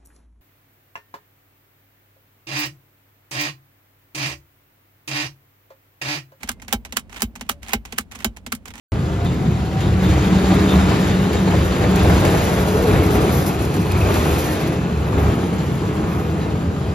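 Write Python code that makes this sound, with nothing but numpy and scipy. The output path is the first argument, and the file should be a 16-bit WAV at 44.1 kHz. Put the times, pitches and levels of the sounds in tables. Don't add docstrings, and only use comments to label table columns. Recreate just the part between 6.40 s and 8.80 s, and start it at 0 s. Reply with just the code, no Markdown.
import sys
import numpy as np
from scipy import signal
from scipy.io import wavfile

SR = 44100
rng = np.random.default_rng(int(sys.argv[2]) if len(sys.argv) > 2 else 0)


def wav_out(sig):
    wavfile.write(sys.argv[1], SR, np.round(np.clip(np.atleast_2d(sig).T, -1, 1) * 32767).astype(np.int16))


N = 105840
AGE = np.arange(SR // 4) / SR
BAND_EDGES_HZ = np.geomspace(22, 17800, 30)
BAND_HZ = np.sqrt(BAND_EDGES_HZ[1:] * BAND_EDGES_HZ[:-1])
BAND_FILTERS = [signal.butter(2, edges, "band", fs=SR, output="sos")
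                for edges in zip(BAND_EDGES_HZ, BAND_EDGES_HZ[1:])]


def from_db(db):
    return 10 ** (np.asarray(db) / 20)


def at_hz(points, hz):
    freqs, values = np.transpose(points)
    return np.interp(np.log(hz), np.log(freqs), values)


def dying(fade_s):
    return np.exp(-np.log(1000) * AGE / fade_s)


def add(out, t, sound):
    start = max(int(t * SR), 0)
    out[:, start:start + sound.shape[-1]] += sound[..., :max(N - start, 0)]


# f/Hz, delay/s
LEFT_EAR_DELAY = [(300, .00002), (1100, .00003), (1700, .00025), (15000, .00022)]
def place(pair, hz, pan_db):
    lag = int(abs(at_hz(LEFT_EAR_DELAY, hz)) * SR)
    left = np.pad(pair[0], (lag, 0))[:pair.shape[1]]
    gains = from_db([pan_db / 2, -pan_db / 2])
    return np.array([left, pair[1]]) * gains[:, None] / np.sqrt(np.mean(gains ** 2))


# f/Hz, likeness (1 = the same)
EAR_LIKENESS = [(40, 0.99), (85, .6), (130, .95), (300, 0.65), (800, 0.73), (1400, 0.57), (3000, 0.38),
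                (8000, 0.16), (15000, 0.27)]
# f/Hz, left minus right/dB
EAR_BALANCE = [(300, 0), (800, 0), (1350, 0), (2400, -7), (4500, -5.5), (8000, -6.5), (15000, -2.5)]
def shaped_noise(colour, envelope, size, lowest_hz=270, tone=np.zeros_like):
    white, out = rng.standard_normal((3, 2, size)), np.zeros((2, size))
    gains = from_db(at_hz(colour, BAND_HZ)) * (BAND_HZ > lowest_hz)
    power = np.sum(gains ** 2 * np.diff(BAND_EDGES_HZ)) * 2 / SR
    gains = gains / np.sqrt(power) * from_db(tone(BAND_HZ))
    for k in np.flatnonzero(gains):
        hz, (mid, side) = BAND_HZ[k], white[k % len(white)]
        alike = at_hz(EAR_LIKENESS, hz)
        pair = np.sqrt((1 + alike) / 2) * mid + np.sqrt((1 - alike) / 2) * side * [[1], [-1]]
        band = signal.sosfilt(BAND_FILTERS[k], pair * envelope(hz) + 1e-18)
        out += gains[k] * place(band, hz, at_hz(EAR_BALANCE, hz))
    return out


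# f/Hz, relative level/dB
RUMBLE_COLOUR = [(25, -27.5), (38, -13), (56, 1), (85, -7), (115, -17), (160, -16), (225, -11),
                 (320, -25.5), (600, -29), (1200, -38.5), (2500, -41.5), (4500, -52.5), (8000, -55.5),
                 (16000, -58.5)]
def cabin_rumble():
    return from_db(-44) * shaped_noise(RUMBLE_COLOUR, lambda hz: 1, N, lowest_hz=0)


# start t/s, end t/s, start level/dB, end level/dB
SCRAPES = [(0, 0.093, -48.5, -48), (0.23, 0.282, -58, -61), (0.279, 0.326, -43, -40.5),
           (.46, 0.52, -60, -55), (0.538, .559, -53, -48), (.56, .568, -41, -36), (.695, .76, -51, -42),
           (0.759, .82, -38, -43.5), (0.968, 1.082, -56, -54), (1.084, 1.092, -48, -38),
           (1.219, 1.283, -48, -42), (1.287, 1.34, -38, -41), (1.467, 1.574, -54.5, -50),
           (1.575, 1.583, -44, -36), (1.709, 1.787, -45, -46.5), (1.79, 1.843, -45.5, -40.5),
           (2.076, 2.132, -61, -54), (2.252, 2.319, -44, -48), (2.341, 2.405, -48, -44)]
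# f/Hz, relative level/dB
SCRAPE_COLOUR = [(300, -1.5), (550, -2), (900, 3), (1300, 0.5), (2000, 4), (3000, 2), (4700, -11),
                 (7000, -5.5), (9000, -16.5), (12000, -14.5), (16000, -20.5)]
def sliding(slips_per_s=750, spread_db=3.8, fade_s=0.0045, ring_s=0.0034):
    t, level = np.arange(N) / SR, 0
    for start, end, start_db, end_db in SCRAPES:
        fade = np.clip(np.minimum(t - start, end - t) / fade_s + .5, 0, 1)
        level = level + from_db(np.interp(t, [start, end], [start_db, end_db])) * fade
    slipping = rng.random(N) < slips_per_s / SR
    slips = slipping * from_db(spread_db * np.minimum(rng.exponential(1, N), 4))
    energy = (slips * level) ** 2 / np.mean(slips ** 2)
    carry = np.exp(-2 / (ring_s * SR))
    grain = np.sqrt(signal.lfilter([1 - carry], [1, -carry], energy + 1e-18))
    return shaped_noise(SCRAPE_COLOUR, lambda hz: grain, N)


def ring(hz, fade_s):
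    return np.sin(2 * np.pi * hz * AGE) * dying(fade_s)


def hit_tone(low_db=0, middle_db=0, treble_db=0, accent_hz=1000, accent_db=0):
    broad = [(800, low_db), (2500, middle_db), (10000, treble_db)]
    return lambda hz: at_hz(broad, hz) + accent_db * np.exp(-(np.log2(hz / accent_hz) / 0.18) ** 2)


# f/Hz, level/dB, fade/s (capped below), left minus right/dB
BUCKLE_NOTES = [(812, -15, 0.076, 0.5), (1012, -22.5, .07, -1), (1345, -17.5, 0.056, 1),
                (1551, -16.5, .07, 0), (2120, -17, 0.092, -7), (2310, -17.5, 0.08, -5.5),
                (2940, -18, 0.1, -7.5), (3080, -15.5, .075, -10.5), (3826, -21.5, 0.077, -4),
                (4780, -24.5, 0.051, -5.5), (5455, -21.5, 0.077, -3), (6300, -22, 0.062, -7),
                (6850, -19, .07, -10), (7800, -24, .06, -2), (8300, -25, .06, -5),
                (10560, -23, 0.065, -4.5), (12310, -23.5, .055, -2.5), (13400, -25, .055, -3.5)]
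BUCKLE_RINGS = np.array([place(np.tile(ring(hz, min(fade_s, .09)), (2, 1)), hz, pan_db)
                         for hz, _, fade_s, pan_db in BUCKLE_NOTES])
# f/Hz, fade/s
TAIL_FADES = [(300, 0.12), (800, 0.07), (2000, 0.059), (3200, 0.072), (5000, 0.061), (14000, 0.05)]
def hit(colour, tone, crack_db=-1.5, crack_s=.014, tail_db=-9.5, notes_db=-3.5, rise_s=0):
    size = int(.13 * SR)
    age = AGE[:size]
    crack = from_db(crack_db) * dying(crack_s)[:size]
    echo = from_db(-49.5) * dying(.25)[:size]

    def envelope(hz):
        tail = np.exp(-np.log(1000) * (age / at_hz(TAIL_FADES, hz)) ** 1.327)
        return crack + echo + from_db(tail_db) * tail

    out = shaped_noise(colour, envelope, size, tone=tone)
    hz, db = np.transpose(BUCKLE_NOTES)[:2]
    scatter_db = 2 * rng.standard_normal(len(hz))
    gains = from_db(db + notes_db + scatter_db + tone(hz)) * rng.choice([-1, 1], len(hz))
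    out += np.tensordot(gains, BUCKLE_RINGS[..., :size], 1)
    return out * (1 - np.exp(-(age / rise_s) ** 2)) if rise_s else out


def thump(notes):
    out = 0
    for hz, db, delay_s, rise_s in notes:
        age = np.maximum(AGE - delay_s, 0)
        swell = (age / rise_s) ** 2
        out = out + from_db(db) * swell * np.exp(1 - swell) * np.sin(2 * np.pi * hz * age)
    return out


# f/Hz, relative level/dB, delay/s, rise/s
LIGHT_THUMP_NOTES = [(233.7, 0.5, 0.0012, 0.015), (215.6, -13, .015, .026), (420, -14.5, 0.00071, 0.0075),
                     (139, -15, 0.0035, 0.018), (75, -11.5, 0.0036, .024)]
def light_thump(db):
    return from_db(db) * thump(LIGHT_THUMP_NOTES)


# t/s, level/dB, thump/dB
BUTTON_CLICKS = [(.0315, -24.5, -33.5), (0.5234, -25, -34), (1.0100, -25.5, -32), (1.5235, -26, -32),
                 (2.0635, -26, -32)]
# f/Hz, relative level/dB
BUTTON_COLOUR = [(300, -2), (550, -2.5), (820, 2.5), (1150, -4), (1900, 3.5), (3000, 0.5), (4600, -7.5),
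                 (7200, -1), (9500, -14), (13000, -11.5), (16000, -18)]
def button_presses():
    out, tone = np.zeros((2, N)), hit_tone(low_db=-1, middle_db=-1.5, treble_db=-1.5)
    for t, db, thump_db in BUTTON_CLICKS:
        click = hit(BUTTON_COLOUR, tone, crack_db=-1, crack_s=0.0322, tail_db=-10, notes_db=-3)
        add(out, t, from_db(db) * click)
        add(out, t, light_thump(thump_db))
    return out


# t/s, level/dB, treble change/dB, thump/dB
TONGUE_TAPS = [(.075, -35, -1, -42), (.1985, -43.5, -19, -63), (.2185, -36.5, 1.5, -42.5),
               (.2225, -35.5, 1, -58), (.247, -46, -3, -50), (.281, -27.5, 0, -39), (.4495, -30, 1, -48),
               (.456, -34, -1, -50), (.695, -40.5, -9, -47), (.7275, -33, -3, -47), (.744, -36.5, -5, -48),
               (.768, -35, 2, -46), (.8055, -26.5, 0, -46), (.954, -35, 0.5, -41), (.959, -33, 3, -46),
               (.995, -44, -11, -55), (1.230, -35.5, 4, -49), (1.283, -29, 1, -41.5), (1.292, -30, 2, -47),
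               (1.4515, -33, 0.5, -48.5), (1.456, -33, 0.5, -52), (1.7135, -38.5, 1.5, -48),
               (1.719, -35, 4, -50.5), (1.751, -35.5, 2, -40.5), (1.7555, -33, 2.5, -44),
               (1.789, -36.5, 1, -39.5), (1.804, -36.5, 1, -43), (1.964, -38.5, -3, -47.5),
               (1.969, -34, 0.5, -53), (2.256, -34.5, 5, -48), (2.281, -33, 2, -48),
               (2.304, -38.5, -0.5, -50), (2.3375, -33, -6, -41), (2.3545, -34, -2, -42),
               (2.379, -38, 3, -46)]
# f/Hz, relative level/dB
TONGUE_COLOUR = [(300, -3.5), (550, -4.5), (900, 0.5), (1300, -0.5), (2700, 2), (4700, -9.5), (7000, -0.5),
                 (9000, -15), (12000, -9.5), (16000, -21.5)]
def tongue_taps(treble_hz=5000):
    out = np.zeros((2, N))
    ticks = [hit(TONGUE_COLOUR, hit_tone()) for _ in range(5)]
    lowpass = signal.butter(1, treble_hz, fs=SR)
    for k, (t, db, treble_db, thump_db) in enumerate(TONGUE_TAPS):
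        tick = ticks[k % len(ticks)]
        dull = signal.lfilter(*lowpass, tick)
        add(out, t, from_db(db) * (dull + from_db(treble_db) * (tick - dull)))
        add(out, t, light_thump(thump_db))
    return out


# t/s, level/dB, slip before/s, slip/dB, bounce after/s, bounce/dB,
# low/dB, middle/dB, treble/dB, thump/dB (slip and bounce are relative to level)
OPENINGS = [(0.0913, -13, .0037, -6.5, 0.024, -17.5, -0.5, -0.5, -3.5, -31),
            (0.5694, -10.5, .003, -8, .0245, -23, -3, 0.5, 0, -31),
            (1.0946, -11, .0042, -6.5, 0.019, -16, -0.5, 0, -0.5, -30),
            (1.5843, -12, .004, -7, .024, -21.5, -1, -1.5, 1, -27.5),
            (2.1240, -17, 0.004, -1.5, 0.026, -13, -2.5, 1, -1, -23.5)]
# f/Hz, relative level/dB
OPENING_COLOUR = [(300, -12), (550, -10), (900, -6), (1150, 2.5), (1420, 6), (1800, 0), (2200, 2.5),
                  (3000, -0.5), (4500, -5), (7500, -3), (11000, -5.5), (16000, -10)]
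def releases():
    out = np.zeros((2, N))
    blow = dict(crack_db=2.5, crack_s=.011, tail_db=-13, notes_db=-4.5)
    bounce_tone = hit_tone(low_db=-7, middle_db=-2.5, treble_db=3)
    for t, db, slip_s, slip_db, bounce_s, bounce_db, *tone_db, thump_db in OPENINGS:
        tone = hit_tone(*tone_db, accent_hz=1360, accent_db=3.5)
        add(out, t - slip_s, from_db(db + slip_db) * hit(OPENING_COLOUR, tone, **blow, rise_s=0.0011))
        add(out, t, from_db(db) * hit(OPENING_COLOUR, tone, **blow))
        add(out, t, light_thump(thump_db))
        add(out, t + bounce_s, from_db(db + bounce_db) * hit(OPENING_COLOUR, bounce_tone))
    return out


# t/s, f/Hz, level/dB, fade/s
SPRING_NOTES = [(.092, 2090, -50.5, .25), (.1985, 2100, -42, 0.037), (1.096, 572, -43.5, 0.39),
                (2.124, 560, -42.5, 0.14)]
def spring_twangs():
    out = np.zeros((2, N))
    for t, hz, db, fade_s in SPRING_NOTES:
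        add(out, t, from_db(db) * ring(hz, fade_s))
    return out


# t/s, level/dB, stop after/s, stop/dB (relative to level), low/dB, middle/dB, treble/dB,
# accent f/Hz, accent/dB, thump/dB, ping/dB; the accent depends on where the tongue lands
CLOSINGS = [(0.3266, -9.5, 0.0063, -3.5, 0, -0.5, 1, 870, 5, -19.5, -44.5),
            (0.8199, -8.5, 0.0072, -11, -4, -2.5, 1, 3100, 0.5, -18.5, -44.5),
            (1.333, -8, .004, -7, 1, -0.5, -2, 2200, 9, -19.5, -48.5),
            (1.8450, -8.5, .005, -10.5, 0.5, -1.5, -1, 1500, 1.5, -19, -65)]
# f/Hz, relative level/dB
CLOSING_COLOUR = [(300, 0.5), (550, -2), (850, 1), (1400, -0.5), (2400, 1.5), (4500, -4.5), (7000, -1),
                  (9500, -10.5), (12500, -4), (16000, -4)]
# f/Hz, relative level/dB, delay/s, rise/s
FIRM_THUMP_NOTES = [(224.4, 0, 0.0022, .017), (389, -12, 0.00203, .011), (135, -13, .005, 0.013),
                    (85.9, -12.5, 0.0035, .03), (55, -8, .004, 0.038), (225.6, -21, .036, .03)]
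def latches():
    out = np.zeros((2, N))
    blow = dict(crack_db=0.64, crack_s=0.0088, tail_db=-13, notes_db=-0.5)
    ping = ring(hz=14925, fade_s=.24)
    for t, db, stop_s, stop_db, *tone_settings, thump_db, ping_db in CLOSINGS:
        tone = hit_tone(*tone_settings)
        add(out, t, from_db(db) * hit(CLOSING_COLOUR, tone, **blow))
        add(out, t + stop_s, from_db(db + stop_db) * hit(CLOSING_COLOUR, tone, **blow))
        add(out, t, from_db(thump_db) * thump(FIRM_THUMP_NOTES) + from_db(ping_db) * ping)
    return out


def scene():
    return (cabin_rumble() + sliding() + latches() + button_presses()
            + releases() + spring_twangs() + tongue_taps())


def record(dry):
    rounded = 1.1 * np.tanh(dry / 1.1)
    cutoff_hz = 16100
    return signal.sosfilt(signal.ellip(10, .2, 80, cutoff_hz, fs=SR, output="sos"), rounded)


dry = scene()
out = record(dry)
wav_out(out)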